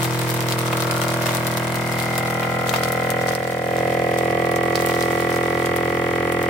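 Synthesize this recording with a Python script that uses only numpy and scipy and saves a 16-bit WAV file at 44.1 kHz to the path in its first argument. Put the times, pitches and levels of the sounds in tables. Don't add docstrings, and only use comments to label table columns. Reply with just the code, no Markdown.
import sys
import numpy as np
from scipy import signal
from scipy.fft import rfft, irfft, next_fast_len
from scipy.io import wavfile
from scipy.ndimage import uniform_filter1d

SR = 44100
rng = np.random.default_rng(int(sys.argv[2]) if len(sys.argv) > 2 else 0)


def store_pcm(level_fs):
    pcm = np.round(np.clip(level_fs, -1, 1) * 32767).astype(np.int16)
    wavfile.write(sys.argv[1], SR, np.atleast_2d(pcm).T)


N = 286209
T = np.arange(N) / SR

# time_s, turns_per_s
SHAFT_SPEED = [(0.0, 41.418), (0.5, 41.285), (1.1, 41.406), (1.5, 41.176), (2.0, 41.286), (2.5, 41.663),
               (3.4, 42.079), (4.2, 42.219), (5.0, 42.49), (6.0, 42.873), (6.49, 42.837)]
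# open_place_turns, full_vacuum_place_turns, shift_power (exponent on vacuum),
# open_level_db, full_vacuum_level_db, halfway_extra_db, force_power (exponent on vacuum)
PUMP_BLOWS = [(0.007, -0.051, 0.96, 1.7, -10.3, 6.0, 0.74), (0.189, 0.172, 0.7, 20.9, 21.5, 0.7, 0.74),
              (0.211, 0.146, 0.91, -5.1, -0.2, -14.0, 0.86), (0.266, 0.256, 0.48, -4.4, -0.4, 11.3, 0.94),
              (0.331, 0.291, 0.63, 1.3, -1.0, -0.2, 0.41)]
# frequency_hz, gulp_db, thump_db, opening_db, rebound_db, closing_db
BLOW_COLOUR = [(40.0, -68.0, -64.0, -58.0, -65.0, -68.0), (150.0, -41.0, 1.0, -20.0, -23.0, -48.0),
               (280.0, -36.0, -32.0, 5.0, -15.0, 3.0), (450.0, -2.0, -11.0, -2.0, 0.0, 4.0),
               (650.0, -1.0, -22.0, -2.0, -13.0, -19.0), (950.0, -9.0, -15.0, -8.0, -6.0, 6.0),
               (1400.0, -16.0, -42.0, -9.0, -12.0, -12.0), (2000.0, -18.0, -22.0, 1.0, -2.0, -25.0),
               (2700.0, -32.0, -36.0, -26.0, -33.0, -37.0), (4000.0, -40.0, -58.0, -42.0, -42.0, -42.0),
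               (9000.0, -66.0, -80.0, -64.0, -64.0, -66.0)]
# pitch_hz, width_hz, open_air_boost_db, full_vacuum_boost_db
CASING_RESONANCES = [(190, 15, 19.8, 18), (337.0, 14.0, 18.3, 14.1), (410.0, 14.0, 3.0, 8.8),
                     (457.0, 14.0, 14.0, 7.4), (497.0, 14.0, 10.5, 6.9), (565.0, 44.0, 0.3, 21.6),
                     (669.0, 16.0, 8.2, 12.7), (720.0, 20.0, 12.0, 17.9), (758.0, 14.0, 17.1, 5.8),
                     (884.0, 27.0, 8.6, 1.7), (1044.0, 14.0, 10.7, 1.8), (1141.0, 16.0, 11.8, 10.3),
                     (1265.0, 41.0, 9.3, 14.4), (1356.0, 29.0, 9.5, 15.0), (1440.0, 35.0, 16.4, 8.1),
                     (1588.0, 51.0, 7.0, 2.9), (1729.0, 53.0, 4.1, 7.5), (1953, 32, 9.7, 11),
                     (2101, 26, 8, 7.5), (2269, 80, 8.5, 10), (3050, 160, 4, 7)]
# height_s, half_length_s, pitch_hz, glide_hz_per_s, width_hz, boost_db
PRESSURE_SWELLS = [(0.19, 0.67, 253.0, -4.0, 46.0, -9.4), (0.92, 0.41, 1356.0, 207.0, 97.0, 10.7),
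                   (1.13, 0.63, 587.0, 35.0, 47.0, 9.6), (1.14, 0.8, 1109.0, 3.0, 20.0, 10.5),
                   (1.63, 0.49, 454.0, -2.0, 24.0, -11.9), (1.66, 0.47, 1597.0, 4.0, 100.0, 5.4),
                   (2.11, 0.35, 2093.0, -29.0, 57.0, 7.4), (2.18, 0.55, 782.0, 43.0, 22.0, 7.0),
                   (2.32, 0.57, 2482.0, 4.0, 136.0, 9.4), (2.69, 0.37, 1663.0, -5.0, 235.0, -13.1),
                   (2.7, 0.51, 1341.0, -97.0, 70.0, 6.7), (3.52, 0.72, 1163.0, -43.0, 101.0, -14.6),
                   (4.26, 0.51, 1452.0, 6.0, 96.0, -7.6), (5.88, 0.94, 604.0, -9.0, 44.0, -14.2)]
# multiple_of_shaft_speed, start_level_db, end_level_db (peak, before the pump's gain)
CRANK_SHAKE = [(1.0, -60.3, -55.1), (2.0, -47.1, -36.9), (3.0, -26.5, -46.6), (4.0, -33.4, -28.4),
               (6.0, -49.4, -38.0), (7.0, -47.5, -31.2)]
# time_s, level_db (rms)
OUTLET_LEVEL = [(0, -38.5), (2, -38), (3.5, -39.5), (4.5, -38.5), (6.49, -38)]
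# frequency_hz, density_db (per Hz)
OUTLET_COLOUR = [(300, -17), (1200, -4.5), (2200, 0.5), (3000, -2.5), (3700, -14), (4400, -12.5),
                 (7000, -17.5), (16000, -20)]
# frequency_hz, level_db (against the direct sound)
SIDE_COLOUR = [(125, -21), (250, -15), (500, -11), (1000, -3.5), (2000, -3), (4000, -2)]
# frequency_hz, left_minus_right_db, left_lead_rad
STEREO_LEAN = [(146, -1.8, 0.18), (303, 0.3, 0.15), (566, .2, 0.57), (955, 0, 0.19), (4100, -.5, 0.46)]
# frequency_hz, density_db (per Hz)
RUSH_COLOUR = [(20, -3), (45, -3), (100, 7), (180, 6), (270, 3), (600, 6), (1000, -3), (2000, 2),
               (3500, -11), (7000, -33), (16000, -31)]
# frequency_hz, density_db (per Hz)
FILM_COLOUR = [(200, -48), (600, 7.5), (1200, 7.5), (2500, 4), (4000, 6), (6500, 1), (8700, 3),
               (11000, 0.5), (16000, -2)]
# peak_s, level_db (at the peak), fade_db_per_s
FOLD_FLURRIES = [(1.3, -34.5, 78), (2.03, -35.5, 58), (2.74, -36, 35), (3.28, -39.5, 18),
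                 (4.85, -36.5, 9.5)]
# start_s, push_db (peak, before the rattle and the air pocket)
CREASE_POPS = [(0.019, -13), (0.047, -12.5), (0.729, -8.5), (1.266, -11), (1.29, -10.5), (1.348, -18),
               (2.431, -11.5), (2.739, -4.5), (2.761, -13), (4.898, -14)]
# frequency_hz, density_db (per Hz)
CREASE_COLOUR = [(100, -12), (450, -6), (850, 3), (1300, 0), (2700, -1.5), (4500, -11.5), (9000, -23.5),
                 (16000, -15.5)]
# cue_s, relative_level_db, lower_treble_db, upper_treble_db, left_minus_right_db
FILM_SNAPS = [(0.043, -10.5, -18, -12.5, 6), (0.34, -18.5, -28, -3, 5), (0.5217, -10.5, -10, -13, 4),
              (0.5886, -11, -14, -10, 2), (0.822, -8.5, -13.5, -16, 4), (0.9099, -12, -8.5, -10, 3),
              (1.0155, -15, -8, -9, 5), (1.0812, -13, -13, -10, 7.5), (1.266, -14.5, -11.5, -17, -6),
              (1.291, -14, -13.5, -16, 8), (1.348, -7.5, -13.5, -13, 2), (1.369, -12.5, -12, -12, 3),
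              (1.468, -14, -11.5, -5.5, 7), (1.5716, -13, -9, -9.5, -1), (1.922, -12.5, -14.5, -12, 1),
              (2.1783, -8, -16, -9, 0), (2.6922, -8, -13, -14.5, 7), (2.7272, -20, -17, -9, 2),
              (2.7598, -13, -9.5, -15, 4), (2.834, -6.5, -14.5, -18, 4), (2.92, -9, -25, -10.5, 6),
              (3.1027, -6, -19, -13.5, 5), (3.2814, -19.5, -9, -31, 17), (3.35, -10.5, -11, -11, 2),
              (4.1858, -20, -8, -9, 2), (4.5143, -18, -15.5, -12, 0.5), (4.559, -15.5, -10.5, -13, 4),
              (4.6309, -16.5, -18, -15, 3), (4.7548, -7, -13.5, -16, -1), (4.86, -11.5, -15.5, -8, 0),
              (4.8868, -14.5, -14, -13, 3.0), (5.024, -17.5, -6.5, -9, 0), (5.204, -20.5, -9.5, -9, 1.5),
              (5.3593, -15, -11, -15.5, 1), (5.658, -13.5, -12.5, -15.5, -1), (5.7613, -16, -18, -9, 3.0),
              (6.321, -14, -19, -11.5, -4), (6.4276, -25, -9, -1.5, 1)]
# time_s, gain_db
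LEVEL_DIP = [(3.32, 2), (3.36, -1), (3.62, -1), (3.78, 2.5)]

VACUUM_S, VACUUM_STEEPNESS = 3.35, 3.7
JITTER_OPEN_S, JITTER_FULL_S = .000022, .000008
CRANK_LAG_TURNS = .0144
DRONE_MULTIPLE, DRONE_DB, DRONE_FADE_DB_PER_S = 8, -32, 4.4
FLUTTER_REPEAT = .7
BUZZ_HZ, BUZZ_WIDTH_HZ, BUZZ_DB, BUZZ_PLACE, BUZZ_LENGTH = 3050, 750, -49.5, .055, .065
CRACKLE_DB, CRACKLE_FADE_DB_PER_S, FLURRY_RISE_DB_PER_S = -32.5, 3, 75
LARGEST_TICK = 4.8
EDGE_HZ = 15950


def amp(db):
    return 10 ** (np.asarray(db) / 20)


def unit(x):
    return x / np.sqrt(np.mean(x ** 2) + 1e-20)


def curve(rows, s, column=1):
    rows = np.asarray(rows)
    return np.interp(s, rows[:, 0], rows[:, column])


def read(rows, hz, column=1):
    rows = np.asarray(rows)
    return np.interp(np.log(hz + 1), np.log(rows[:, 0] + 1), rows[:, column])


def causal(rows, column=1, size=4096):
    hz = abs(np.fft.fftfreq(size, 1 / SR))
    log_gain = np.log(amp(read(rows, hz, column)))
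    spectrum = np.exp(np.conj(signal.hilbert(log_gain)))
    return np.fft.ifft(spectrum).real[:size // 2]


def convolve(x, response):
    return signal.oaconvolve(np.atleast_2d(x), np.atleast_2d(response), axes=1)[:, :N]


def add(mix, s, sound):
    start = max(round(s * SR), 0)
    part = mix[:, start:][:, :sound.shape[1]]
    part += sound[:, :part.shape[1]]


def tail(t60, gap_s=0.0017):
    t = T[:SR // 3]
    echoes = rng.standard_normal((2, len(t))) * amp(-60 * t / t60) * (t > gap_s)
    return echoes / np.linalg.norm(echoes, axis=1, keepdims=True)


def lift(x, hz, width, db):
    carrier = np.exp(2j * np.pi * np.cumsum(hz * np.ones(N)) / SR)
    decay = np.exp(-np.pi * width / SR)
    baseband = signal.lfilter([1 - decay], [1, -decay], x / carrier + 1e-18)
    band = 2 * (carrier * baseband).real
    return x + (amp(db) - 1) * band


def window(turns, place, length):
    distance = (turns - place + .5) % 1 - .5
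    return np.exp(-(distance / length) ** 2)


def vacuum(s):
    return 1 - np.exp(-(s / VACUUM_S) ** VACUUM_STEEPNESS)


def casing(x):
    load = vacuum(T)
    for hz, width, open_db, full_db in CASING_RESONANCES:
        x = lift(x, hz, width, open_db + (full_db - open_db) * load)
    for s, length, hz, glide, width, db in PRESSURE_SWELLS:
        swell_db = db * np.exp(-((T - s) / length) ** 2)
        x = lift(x, hz + glide * (T - s), width, swell_db)
    return x


def blows(turns, uneven_db=.15):
    beats, out = np.arange(int(turns[-1]) + 1), np.zeros(N)
    load = vacuum(np.interp(beats, turns, T))
    jitter_s = JITTER_OPEN_S + (JITTER_FULL_S - JITTER_OPEN_S) * load
    for k, row in enumerate(PUMP_BLOWS):
        open_place, full_place, shift_power, open_db, full_db, halfway_db, force_power = row
        late, strong = rng.standard_normal((len(beats), 2)).T
        place = open_place + (full_place - open_place) * load ** shift_power
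        strain = load ** force_power
        force_db = open_db + (full_db - open_db) * strain
        force_db = force_db + halfway_db * (1 - (2 * strain - 1) ** 2)
        at = (np.interp(beats + place, turns, T) + jitter_s * late) * SR
        size = amp(force_db + uneven_db * strong) * (at > 2) * (at < N - 10)
        whole, pulses = np.clip(at.astype(int), 0, N - 2), np.zeros(N)
        pulses[whole] = size * (1 - at % 1)
        pulses[whole + 1] = size * (at % 1)
        out += convolve(pulses, causal(BLOW_COLOUR, k + 1))[0]
    return casing(out)


def shake(turns, mains_db=-46):
    angle = 2 * np.pi * (turns - CRANK_LAG_TURNS)
    crank = np.zeros(N)
    for multiple, start_db, end_db in CRANK_SHAKE:
        level_db = np.interp(T, [0, T[-1]], [start_db, end_db])
        crank += amp(level_db) * np.cos(round(multiple) * angle)
    drone = -amp(DRONE_DB - DRONE_FADE_DB_PER_S * T) * np.cos(DRONE_MULTIPLE * angle)
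    mains = np.sin(2 * np.pi * 100 * T)
    return crank + drone + amp(mains_db) * mains


def jet(turns, place=0.044, length=0.12, leak=0.39, size=1024):
    shapes = rng.standard_normal((2, size))
    flutter = np.array([unit(np.interp(turns % 1 * size, np.arange(size), shape)) for shape in shapes])
    fresh = rng.standard_normal((2, N))
    air = np.sqrt(FLUTTER_REPEAT) * flutter + np.sqrt(1 - FLUTTER_REPEAT) * fresh
    hiss = convolve(air * (leak + window(turns, place, length)), causal(OUTLET_COLOUR))
    edges = [BUZZ_HZ - BUZZ_WIDTH_HZ / 2, BUZZ_HZ + BUZZ_WIDTH_HZ / 2]
    valve = signal.butter(2, edges, "band", fs=SR, output="sos")
    buzz = signal.sosfilt(valve, air * window(turns, BUZZ_PLACE, BUZZ_LENGTH))
    buzz_gain = amp(BUZZ_DB) * np.sqrt(vacuum(T))
    return amp(curve(OUTLET_LEVEL, T)) * unit(hiss) + buzz_gain * unit(buzz)


def pump(db=-0.19, side_t60=0.023):
    turns = np.cumsum(curve(SHAFT_SPEED, T)) / SR
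    direct = amp(db) * (blows(turns) + shake(turns))
    side = convolve(convolve(direct, causal(SIDE_COLOUR)), tail(side_t60)[0])[0]
    size = next_fast_len(N + SR // 2)
    hz = np.fft.rfftfreq(size, 1 / SR)
    lean = amp(read(STEREO_LEAN, hz) / 2) * np.exp(.5j * read(STEREO_LEAN, hz, column=2))
    pair = rfft([direct + side, direct - side], size) * [lean, 1 / lean]
    return irfft(pair, size)[:, :N] + jet(turns)


def rush(db=-39, mono_below_hz=900):
    mid, side = convolve(rng.standard_normal((2, N)), causal(RUSH_COLOUR))
    side = signal.sosfilt(signal.butter(1, mono_below_hz, "high", fs=SR, output="sos"), side)
    return amp(db) * unit(np.array([mid + side, mid - side]))


def tick(decay_s, pan_db=0, shared=0.041):
    t, shared = T[:256], np.clip(shared, 0, 1)
    common = rng.standard_normal(len(t))
    separate = rng.standard_normal((2, len(t)))
    noise = np.sqrt(shared) * common + np.sqrt(1 - shared) * separate
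    burst = noise * np.exp(-t / decay_s)
    return burst / np.linalg.norm(burst.mean(0)) * amp([[pan_db / 2], [-pan_db / 2]])


def creasing():
    power = amp(CRACKLE_DB - CRACKLE_FADE_DB_PER_S * T) ** 2
    for peak_s, db, fade in FOLD_FLURRIES:
        drop_db = np.maximum(FLURRY_RISE_DB_PER_S * (peak_s - T), fade * (T - peak_s))
        power = power + amp(db - drop_db) ** 2
    return np.sqrt(power)


def crackle(per_s=1200, spread_db=4.5, decay_s=0.00037, pan_db=2.5, clump_db=2, clump_s=0.011, count=24):
    level_db = spread_db * np.minimum(rng.exponential(1, N), LARGEST_TICK)
    size = amp(level_db) * (rng.random(N) < per_s / SR)
    clumps = unit(uniform_filter1d(rng.standard_normal(N), int(clump_s * SR) + 1))
    size *= amp(clump_db * clumps)
    facet = rng.integers(0, count, N)
    ticks = sum(convolve(size * (facet == k), tick(decay_s, pan_db)) for k in range(count))
    return creasing() * unit(convolve(ticks, causal(FILM_COLOUR)))


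def pops(db=0, ring_db=2.0, ring_t60=0.049, rebound_s=0.00061, rebound=0.13,
         pocket_hz=1000, pocket_width_hz=300, pocket_db=2):
    out, push = np.zeros((2, N)), causal(CREASE_COLOUR)
    push = push / abs(push).max()
    for s, push_db in CREASE_POPS:
        blow = amp(ring_db) * tail(ring_t60)
        blow[:, 0] += 1
        blow[:, round(rebound_s * SR)] -= rebound
        add(out, s, amp(push_db + db) * convolve(blow, push))
    return lift(out, pocket_hz, pocket_width_hz, pocket_db)


def snaps(db=17, decay_s=0.00092, delay_s=0.001147, after_db=-9, after_t60=0.012):
    out = np.zeros((2, N))
    for s, level_db, lower_db, upper_db, pan_db in FILM_SNAPS:
        tilt = causal([(5500, lower_db), (11000, upper_db)], size=256)
        flips = amp(after_db) * tail(after_t60)
        flips[:, 0] += 1
        snap = convolve(convolve(flips, tick(decay_s, pan_db)), tilt)
        add(out, s + delay_s, amp(level_db + db) * snap)
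    return convolve(out, causal(FILM_COLOUR))


def scene(room_db=-5, room_t60=0.08):
    machine = pump() + rush()
    bag = crackle() + pops() + snaps()
    room = amp(room_db) * convolve(bag, tail(room_t60))
    return (machine + bag + room) * amp(curve(LEVEL_DIP, T))


def record(dry):
    low_pass = signal.firwin(511, EDGE_HZ, window=("kaiser", 9), fs=SR)
    return signal.oaconvolve(dry, low_pass[None], "same", axes=1)


dry = scene()
out = record(dry)
store_pcm(out)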